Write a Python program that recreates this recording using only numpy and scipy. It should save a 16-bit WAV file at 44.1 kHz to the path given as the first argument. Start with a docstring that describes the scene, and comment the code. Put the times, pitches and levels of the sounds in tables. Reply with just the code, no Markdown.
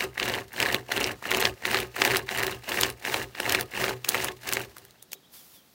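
"""In a forest, a hand chain saw is pulled to and fro through a dead, dry trunk, nearly three pulls a second.
The teeth knock, rasp and snap fibres, the trunk drones under them, and the trees throw the sound back.
When the pulling stops, the trunk cracks, a small bird whistles far off and something swishes softly.
A faint hush of air lies under it all."""
import sys
import numpy as np
from scipy import signal
from scipy.io import wavfile
from scipy.ndimage import uniform_filter1d

SR = 44100
rng = np.random.default_rng(int(sys.argv[2]) if len(sys.argv) > 2 else 0)


def transcribe(u):
    """Save the signal u as a 16-bit wav file named by the first command-line argument.

    u: samples, shape (n,) or (channels, n), limited to [-1, 1]; the rate is SR.
    q: integer samples, one column per channel.
    """
    v = np.clip(np.atleast_2d(u).T, -1, 1)
    q = np.round(v * 32767).astype(np.int16)
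    wavfile.write(sys.argv[1], SR, q)


N = 253134
TIME = np.arange(N) / SR


def amp(db):
    """Turns decibels into a number to multiply a sound by."""
    return 10 ** (np.asarray(db) / 20)


def unit(x):
    """Scales a sound to an average (rms) level of 1."""
    return x / np.sqrt(np.mean(x ** 2) + 1e-20)


def read(points, hz):
    """Looks up a frequency in a table, gliding between rows on a musical (log) scale."""
    row_hz, value = np.transpose(points)
    return np.interp(np.log(hz + 1), np.log(row_hz + 1), value)


def add(mix, s, sound):
    """Mixes a sound in, starting at s seconds."""
    part = mix[max(round(s * SR), 0):][:len(sound)]
    part += sound[:len(part)]


def colour(x, points, size=4096):
    """Gives a sound the balance of bass and treble in a table; only the table's shape counts."""
    log_gain = np.log(amp(read(points, abs(np.fft.fftfreq(size, 1 / SR)))))
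    spectrum = np.exp(np.conj(signal.hilbert(log_gain)))  # rings after a hit, never before it
    response = np.fft.ifft(spectrum).real[:size // 2]
    return signal.oaconvolve(x, response / np.linalg.norm(response))[:len(x)]


def pull(stroke, bite_db_per_s, let_go_db_per_s, arch_db):
    """The strength of one pull: it bites in, rises and falls with the arm's speed, and lets go."""
    start, end, force_db, swell_db, _ = stroke
    from_middle = np.clip((TIME - start) / (end - start), 0, 1) - .5
    arch = arch_db * (2 * from_middle) ** 2
    fade = bite_db_per_s * np.maximum(start - TIME, 0) + let_go_db_per_s * np.maximum(TIME - end, 0)
    return amp(force_db + swell_db * from_middle - arch - np.minimum(fade, 100))


# The pulls of the chain. Each row: start in seconds, end in seconds, force in dB,
# swell from start to end in dB, fine chips compared with the force in dB.
PULLS = [(-0.18, 0.042, -25, -2, -7.5), (0.188, 0.411, -30, -5, -9), (0.557, 0.776, -29, -1, -8.5),
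         (0.915, 1.117, -29, -2, -8), (1.248, 1.48, -28, 7.5, -7), (1.649, 1.845, -29.5, -6.5, -7),
         (1.973, 2.195, -27.5, 0, -6.5), (2.301, 2.55, -31.5, -5, -5), (2.67, 2.893, -30.5, 0.5, -4),
         (3.043, 3.236, -32, -1.5, -4), (3.375, 3.612, -30.5, 7.5, -7.5), (3.74, 3.925, -29.5, 0, -6),
         (4.077, 4.299, -32.5, 0.5, -3.5), (4.445, 4.642, -35, -3, -3.5)]


def effort():
    """How hard the arm drives the knocking wood, the rasping teeth and the fizzing chips."""
    knock, rasp, fizz = amp(-62), amp(-60), amp(-59)  # the slack chain drags between pulls
    for stroke in PULLS:
        cutting = pull(stroke, bite_db_per_s=450, let_go_db_per_s=546, arch_db=6)
        bumping = pull(stroke, bite_db_per_s=556, let_go_db_per_s=441, arch_db=6.5)
        knock = np.hypot(knock, amp(-4.5) * bumping)
        rasp = np.hypot(rasp, cutting)
        fizz = np.hypot(fizz, amp(stroke[-1]) * cutting)
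    return knock, rasp, fizz


def bites(per_s, jitter, spread_db, rise_s, decay_s, slide):
    """Pressure on the wood: each tooth digs in and lets go, with steady sliding in between."""
    gaps, sizes = rng.standard_normal((2000, 2)).T
    at = np.cumsum(np.exp(jitter * gaps)) / per_s
    inside = at < TIME[-1]
    hits = np.zeros(N)
    hits[(at[inside] * SR).astype(int)] = amp(spread_db * np.clip(sizes[inside], -2, 2))
    for lag_s in (rise_s, decay_s):
        hits = signal.lfilter([1], [1, -np.exp(-1 / (lag_s * SR))], hits)
    pressure = slide + unit(hits)
    # the arm keeps the average force steady, however the teeth share it
    return pressure / np.sqrt(uniform_filter1d(pressure ** 2, size=2600))


def grains(per_s, spread_db, smooth):
    """Tiny breaks click at uneven sizes over the smooth hiss of rubbing."""
    size = amp(spread_db * np.minimum(rng.exponential(1, N), 4))
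    clicks = size * (rng.random(N) < per_s / SR) * rng.choice([-1, 1], N)
    return unit(unit(clicks) + smooth * rng.standard_normal(N))


# The dull tone of knocked wood. Each row: frequency in Hz, relative strength in dB.
KNOCK_TONE = [(40, -47.5), (80, -21.5), (170, -9), (260, 0), (480, 2.5), (850, 1), (1200, -5.5),
              (2000, -22)]


def knocking(force):
    """The teeth bump through the cut with a dull, grainy rattle."""
    return colour(force * grains(per_s=1500, spread_db=3, smooth=0.49), KNOCK_TONE)


def ring(x, hz, width_hz):
    """Wood rings at one pitch when shaken; a smaller width rings longer."""
    decay = np.exp(-np.pi * width_hz / SR)
    turn = np.cos(2 * np.pi * hz / SR)
    ringing = signal.lfilter([1, -decay * turn], [1, -2 * decay * turn, decay ** 2], x)
    return np.sqrt(2 * (1 - decay ** 2)) * ringing


def trunk(force, pitches, travel_s=.018):
    """Bending waves run up the trunk and ring in it; the low ones arrive last."""
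    drone = np.zeros(N)
    for hz, width_hz, db in pitches:
        # the teeth touch all round the cut, so each pitch is shaken in its own way
        shake = force * rng.standard_normal(N)
        add(drone, travel_s * np.sqrt(400 / hz), amp(db) * ring(shake, hz, width_hz))
    return drone


# The trunk's hollow ring and its deep shudder. Each row: pitch in Hz, width in Hz, relative level in dB.
TRUNK_RING = [(246, 70, -17), (312, 37, -9.5), (347.3, 15, -11.5), (384.2, 17.5, -9), (400.7, 24, -8.5),
              (436.2, 20, -8), (514, 18, -13.5), (581.3, 24, -14), (657.5, 26, -20), (727.3, 32, -12.5),
              (833, 42, -23), (887, 38, -14.5), (1079, 34, -10.5), (1243, 14, -15.5)]
TRUNK_SHUDDER = [(67.6, 19, -14), (89.7, 18, -19.5), (122.5, 8, -16.5)]


def droning(knock, teeth, moving):
    """The knocking teeth set the trunk ringing, and the whole stem shudders."""
    hollow = amp(-0.5) * trunk(knock * teeth, TRUNK_RING)
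    sway = moving * amp(-6.5) * knock ** .75  # a power below 1 lets even a light pull shake it
    return hollow + trunk(sway, TRUNK_SHUDDER)


def splinters(per_s, length_s, spread_db, low_hz, high_hz):
    """Small splinters break off, each a tick with a pitch of its own."""
    t = np.linspace(-3, 3, round(6 * length_s * SR))  # time, counted in units of length_s
    when, pitch, size, phase = rng.random((round(per_s * N / SR), 4)).T[:, :, None]
    hz = low_hz + (high_hz - low_hz) * pitch
    height = amp(spread_db * np.minimum(-np.log(1 - size), 3.5))
    ticks = height * np.exp(-t ** 2 / 2) * np.sin(2 * np.pi * (hz * t * length_s + phase))
    at = (when * N).astype(int) + np.arange(len(t))
    return unit(np.bincount(at.ravel(), ticks.ravel(), N)[:N])


# The harsh tone of tearing wood. Each row: frequency in Hz, relative strength in dB.
RASP_TONE = [(400, 1), (900, 2), (1100, -5.5), (1400, -2.5), (1700, 6.5), (2100, 3), (2500, -1), (2800, 4),
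             (3300, -11), (4000, -6), (5000, -15.5), (7000, -16), (12000, -43.5)]


def rasping(force):
    """The teeth tear grains and splinters out of the wood."""
    ticks = splinters(per_s=700, length_s=.00045, spread_db=3.5, low_hz=700, high_hz=4600)
    grit = grains(per_s=2500, spread_db=4.5, smooth=0.55)
    return colour(force * (amp(-4) * grit + amp(-8) * ticks), RASP_TONE)


# The bright tone of fine chips. Each row: frequency in Hz, relative strength in dB.
FIZZ_TONE = [(2000, 2.5), (4000, 4.5), (5500, 3.5), (7500, 1), (10000, -1), (12000, -6), (14000, 1.5),
             (15700, 1.5), (17000, -0.5)]


def fizzing(force):
    """Fine chips break away in a spray of tiny clicks."""
    return colour(force * grains(per_s=4100, spread_db=3, smooth=1.2), FIZZ_TONE)


def sawing(rest_s=4.82, settle_s=0.12):
    """The chain knocks, shakes the trunk, rasps and throws chips until it comes to rest."""
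    knock, rasp, fizz = effort()
    moving = np.exp(-np.maximum(TIME - rest_s, 0) / settle_s)
    teeth = moving * bites(per_s=150, jitter=.7, spread_db=3, rise_s=.0011, decay_s=.0012, slide=.92)
    chips = moving * bites(per_s=90, jitter=.9, spread_db=13, rise_s=.0031, decay_s=.0031, slide=.59)
    dull = amp(-4.5) * knocking(knock * teeth)
    drone = droning(knock, teeth, moving)
    tearing = rasping(rasp * teeth)
    dust = amp(1.96) * fizzing(fizz * np.sqrt(teeth) * chips)
    return dull + drone + tearing + dust


# The tone of the forest air. Each row: frequency in Hz, relative strength in dB.
AIR_TONE = [(25, -8), (60, 4), (200, 9.5), (500, 3.5), (1000, -0.5), (2000, -4), (4500, -2.5), (6500, -7),
            (9000, -11), (13000, -8.5), (15700, -7)]


def air():
    """Still forest air makes a faint, steady hush."""
    return amp(-60.5) * colour(rng.standard_normal(N), AIR_TONE)


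# The forest's echo. Each row: frequency in Hz, seconds to fade by 60 dB when stretch is 1.
ECHO_FADE = [(100, 0.97), (400, 0.47), (2000, 0.18), (6000, 0.31), (15000, 0.32)]


def echoes(x, stretch):
    """Stems and branches throw back many faint echoes; the bass lasts longest."""
    bounces = rng.choice([-1., 1.], SR) * (rng.random(SR) < 4000 / SR) * (TIME[:SR] > .004)
    hz, t, bands = signal.stft(bounces, SR, nperseg=128)
    fade_s = stretch * read(ECHO_FADE, hz)[:, None]
    tail = signal.istft(bands * amp(-60 * t / fade_s), SR, nperseg=128)[1]
    return signal.fftconvolve(x, tail / np.linalg.norm(tail))[:N]


def snap(crack_db, hz, edge_db, strain_s=.004, crack_s=.00038, edge_s=.00021, crumble_s=.0039):
    """A fibre strains, gives way with a wooden crack and a sharp edge of treble, then crumbles."""
    noise = rng.standard_normal((2, 1200))
    t = np.arange(noise.shape[1]) / SR - strain_s  # the fibre breaks at t = 0
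    burst, spit = (np.exp(-.5 * ((t - .0009) / width) ** 2) for width in (crack_s, edge_s))
    debris = np.where(t < 0, .27 * (1 + t / strain_s), .19 * np.exp(-abs(t) / crumble_s))
    band = signal.butter(2, [hz * .55, min(hz * 1.8, SR / 3)], "band", fs=SR)
    grit = unit(signal.lfilter(*band, noise[0]))
    tone = np.sin(2 * np.pi * hz * t + np.pi * noise[0, 0])
    crack = 1.1 * burst * tone + (.7 * burst + debris) * grit
    edge = (spit + debris) * noise[1]
    head = (t > 0) & (t < .003)  # the first 3 ms of the break set the level
    return strain_s, amp(crack_db) * crack / np.std(crack[head]), amp(edge_db) * edge / np.std(edge[head])


def small_snaps(per_pull, margin=.2):
    """Lesser fibres give way at random in mid-pull, louder under more force; rows as in BIG_SNAPS."""
    rows = []
    for start, end, force_db, swell_db, _ in PULLS:
        places = rng.uniform(margin, 1 - margin, per_pull)
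        for place, (size_db, pitch, edge) in zip(places, rng.standard_normal((per_pull, 3))):
            s = start + place * (end - start)
            db = force_db + swell_db * (place - .5) + size_db
            if s > 0:
                rows.append((s, db + 5, 2100 * np.exp(.17 * pitch), db - 7.5 + 3 * edge))
    return rows


# The loudest catches of the teeth and snaps of fibres. Each row: time in seconds,
# relative level of the crack in dB, its pitch in Hz, relative level of the sharp edge in dB.
BIG_SNAPS = [(0.0066, -18, 2180, -43), (0.1789, -24, 1976, -37), (0.1986, -18, 2090, -47),
             (0.2296, -20, 2540, -38), (0.2565, -26, 1790, -46), (0.3385, -21, 1740, -42),
             (0.532, -44, 2500, -36), (0.6019, -16, 2520, -24), (0.6271, -14.5, 2480, -45),
             (0.745, -14, 2150, -27), (0.8918, -31, 785, -56), (0.9169, -21.5, 1720, -46),
             (0.9204, -17, 2140, -32), (0.9778, -21.5, 1940, -41), (1.0422, -16.5, 2680, -45),
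             (1.2254, -30.5, 870, -43), (1.2543, -27.5, 1450, -50), (1.3156, -14, 1930, -29),
             (1.3471, -15.5, 2940, -31), (1.3714, -20, 850, -19.5), (1.4053, -35.5, 2760, -20.5),
             (1.414, -20, 2380, -25.5), (1.4255, -17.5, 2120, -42.5), (1.4534, -11.5, 2170, -48),
             (1.6531, -15.5, 2085, -47), (1.7136, -22, 1900, -29), (1.7453, -14, 1970, -43.5),
             (1.7702, -20.5, 2630, -46), (1.802, -24, 2280, -25), (1.9635, -26.5, 1330, -32),
             (2.019, -10, 2080, -34), (2.0503, -12, 2800, -19.5), (2.0763, -18.5, 1960, -26),
             (2.1162, -19, 2120, -38), (2.1591, -16, 2260, -34), (2.1692, -20, 3320, -19),
             (2.2903, -20, 1900, -55), (2.375, -28, 1797, -25), (2.433, -23, 1860, -38),
             (2.467, -25.5, 2660, -24), (2.7203, -23.5, 2080, -39), (2.811, -40, 3800, -12.5),
             (2.8337, -12, 3050, -46), (2.8473, -21.5, 2030, -44), (2.901, -45, 2500, -27),
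             (3.051, -20.5, 2000, -43), (3.1425, -16, 2420, -28), (3.3506, -31, 1865, -59),
             (3.4014, -20, 1590, -24.5), (3.495, -18.5, 2860, -24), (3.5229, -19, 2870, -16.5),
             (3.5485, -12, 2350, -45), (3.6098, -26, 3410, -22), (3.8408, -19.5, 2600, -39),
             (4.0466, -23, 2550, -30), (4.0898, -20, 4230, -11), (4.1452, -15.5, 1840, -28),
             (4.1519, -20, 1650, -28), (4.2025, -23, 2060, -43), (4.2448, -26, 1680, -18),
             (4.2846, -24, 1890, -45), (4.49, -24, 2197, -24), (4.5253, -21, 1880, -23),
             (4.5345, -30, 2820, -17), (4.5694, -17, 1890, -32), (4.5977, -39, 1510, -32),
             (4.7674, -37, 1270, -37), (4.7826, -45, 1970, -37), (4.8504, -52, 3280, -43),
             (4.9083, -51, 4150, -49.5), (5.026, -47, 4400, -37), (5.119, -41.5, 3250, -35),
             (5.1315, -30.5, 2690, -25.5)]
# The tone of that sharp edge. 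Each row: frequency in Hz, relative strength in dB.
EDGE_TONE = [(2000, -14), (3500, -6), (5000, -7), (7000, -5), (10000, -4.5), (12000, -6.5), (15000, -2.5),
             (17000, -0.5)]


def snapping():
    """Fibres break: their cracks also thump the trunk, while their sharp edges carry no bass."""
    cracks, edges = np.zeros((2, N))
    for s, crack_db, hz, edge_db in list(BIG_SNAPS) + small_snaps(per_pull=2):
        strain_s, crack, edge = snap(crack_db, hz, edge_db)
        add(cracks, s - strain_s, crack)
        add(edges, s - strain_s, edge)
    edges = signal.sosfilt(signal.butter(3, 2600, "high", fs=SR, output="sos"), edges)
    thump = amp(-12.5) * colour(abs(cracks) * rng.standard_normal(N), KNOCK_TONE)
    ringing = amp(-16) * trunk(abs(cracks), TRUNK_RING)
    return amp(-1.66) * cracks + thump + ringing + colour(edges, EDGE_TONE)


# The bird's song. Each row: start in seconds, length in seconds, relative level in dB, glide number.
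BIRD_NOTES = [(4.847, 0.08, -70, 0), (4.979, 0.058, -66, 0), (5.106, 0.07, -58, 0), (5.224, 0.062, -64, 0),
              (5.355, 0.072, -61, 1), (5.53, 0.093, -62.5, 1)]
# Glide 0 dips and rises, glide 1 falls. Each row: pitches in Hz, evenly spaced through the note.
BIRD_GLIDES = [(4050, 3450, 3120, 3400, 3830, 3900, 3650), (3780, 3650, 3520, 3400, 3270, 3130, 3000)]


def bird():
    """A small bird gives thin whistles: four dip and rise, then two fall; each fades toward its end."""
    song = np.zeros(N)
    for s, length, db, glide in BIRD_NOTES:
        progress = np.linspace(0, 1, round(length * SR))
        pitches = BIRD_GLIDES[round(glide)]
        hz = np.interp(progress, np.linspace(0, 1, len(pitches)), pitches)
        swell = np.sqrt(abs(np.sin(np.pi * progress))) * amp(-5 * progress)
        whistle = np.sin(2 * np.pi * np.cumsum(hz) / SR)
        add(song, s, amp(db) * unit(swell * whistle))
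    return song


# The rise and fall of the swish. Each row: time in seconds, level in dB.
SWISH_LEVEL = [(5.29, -76), (5.34, -44.5), (5.38, -47), (5.42, -50.5), (5.5, -53.5), (5.56, -50),
               (5.62, -65), (5.74, -63.5)]
# Its tone. Each row: frequency in Hz, relative strength in dB.
SWISH_TONE = [(200, -3.5), (1000, -3.5), (2500, -3.5), (5000, 1.5), (7500, -2.5), (10000, 0), (13000, 2.5),
              (15700, 4.5)]


def swish():
    """A soft, grainy hiss swells and fades after the last crack."""
    level = amp(np.interp(TIME, *np.transpose(SWISH_LEVEL), left=-120))
    return colour(level * grains(per_s=6000, spread_db=4, smooth=1.5), SWISH_TONE)


def scene():
    """The saw a few metres off among the trees, with the far bird, the air and the swish."""
    saw = sawing() + snapping()
    thicket = amp(-13.5) * echoes(saw, stretch=0.16)
    woods = amp(-31) * echoes(saw, stretch=1.3)
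    song = bird()
    far_song = amp(-2) * song + amp(-8) * echoes(song, stretch=1.2)
    return (amp(-1.58) * saw + thicket + woods + far_song + air() + swish())[None]


def record(dry, low_hz=52, high_hz=15900):
    """Trims away the deepest bass and the highest treble."""
    thin = signal.sosfilt(signal.butter(4, low_hz, "high", fs=SR, output="sos"), dry)
    treble_cut = signal.firwin(401, high_hz, window=("kaiser", 8), fs=SR)
    return signal.oaconvolve(thin, treble_cut[None], "same")


dry = scene()
out = record(dry)
transcribe(out)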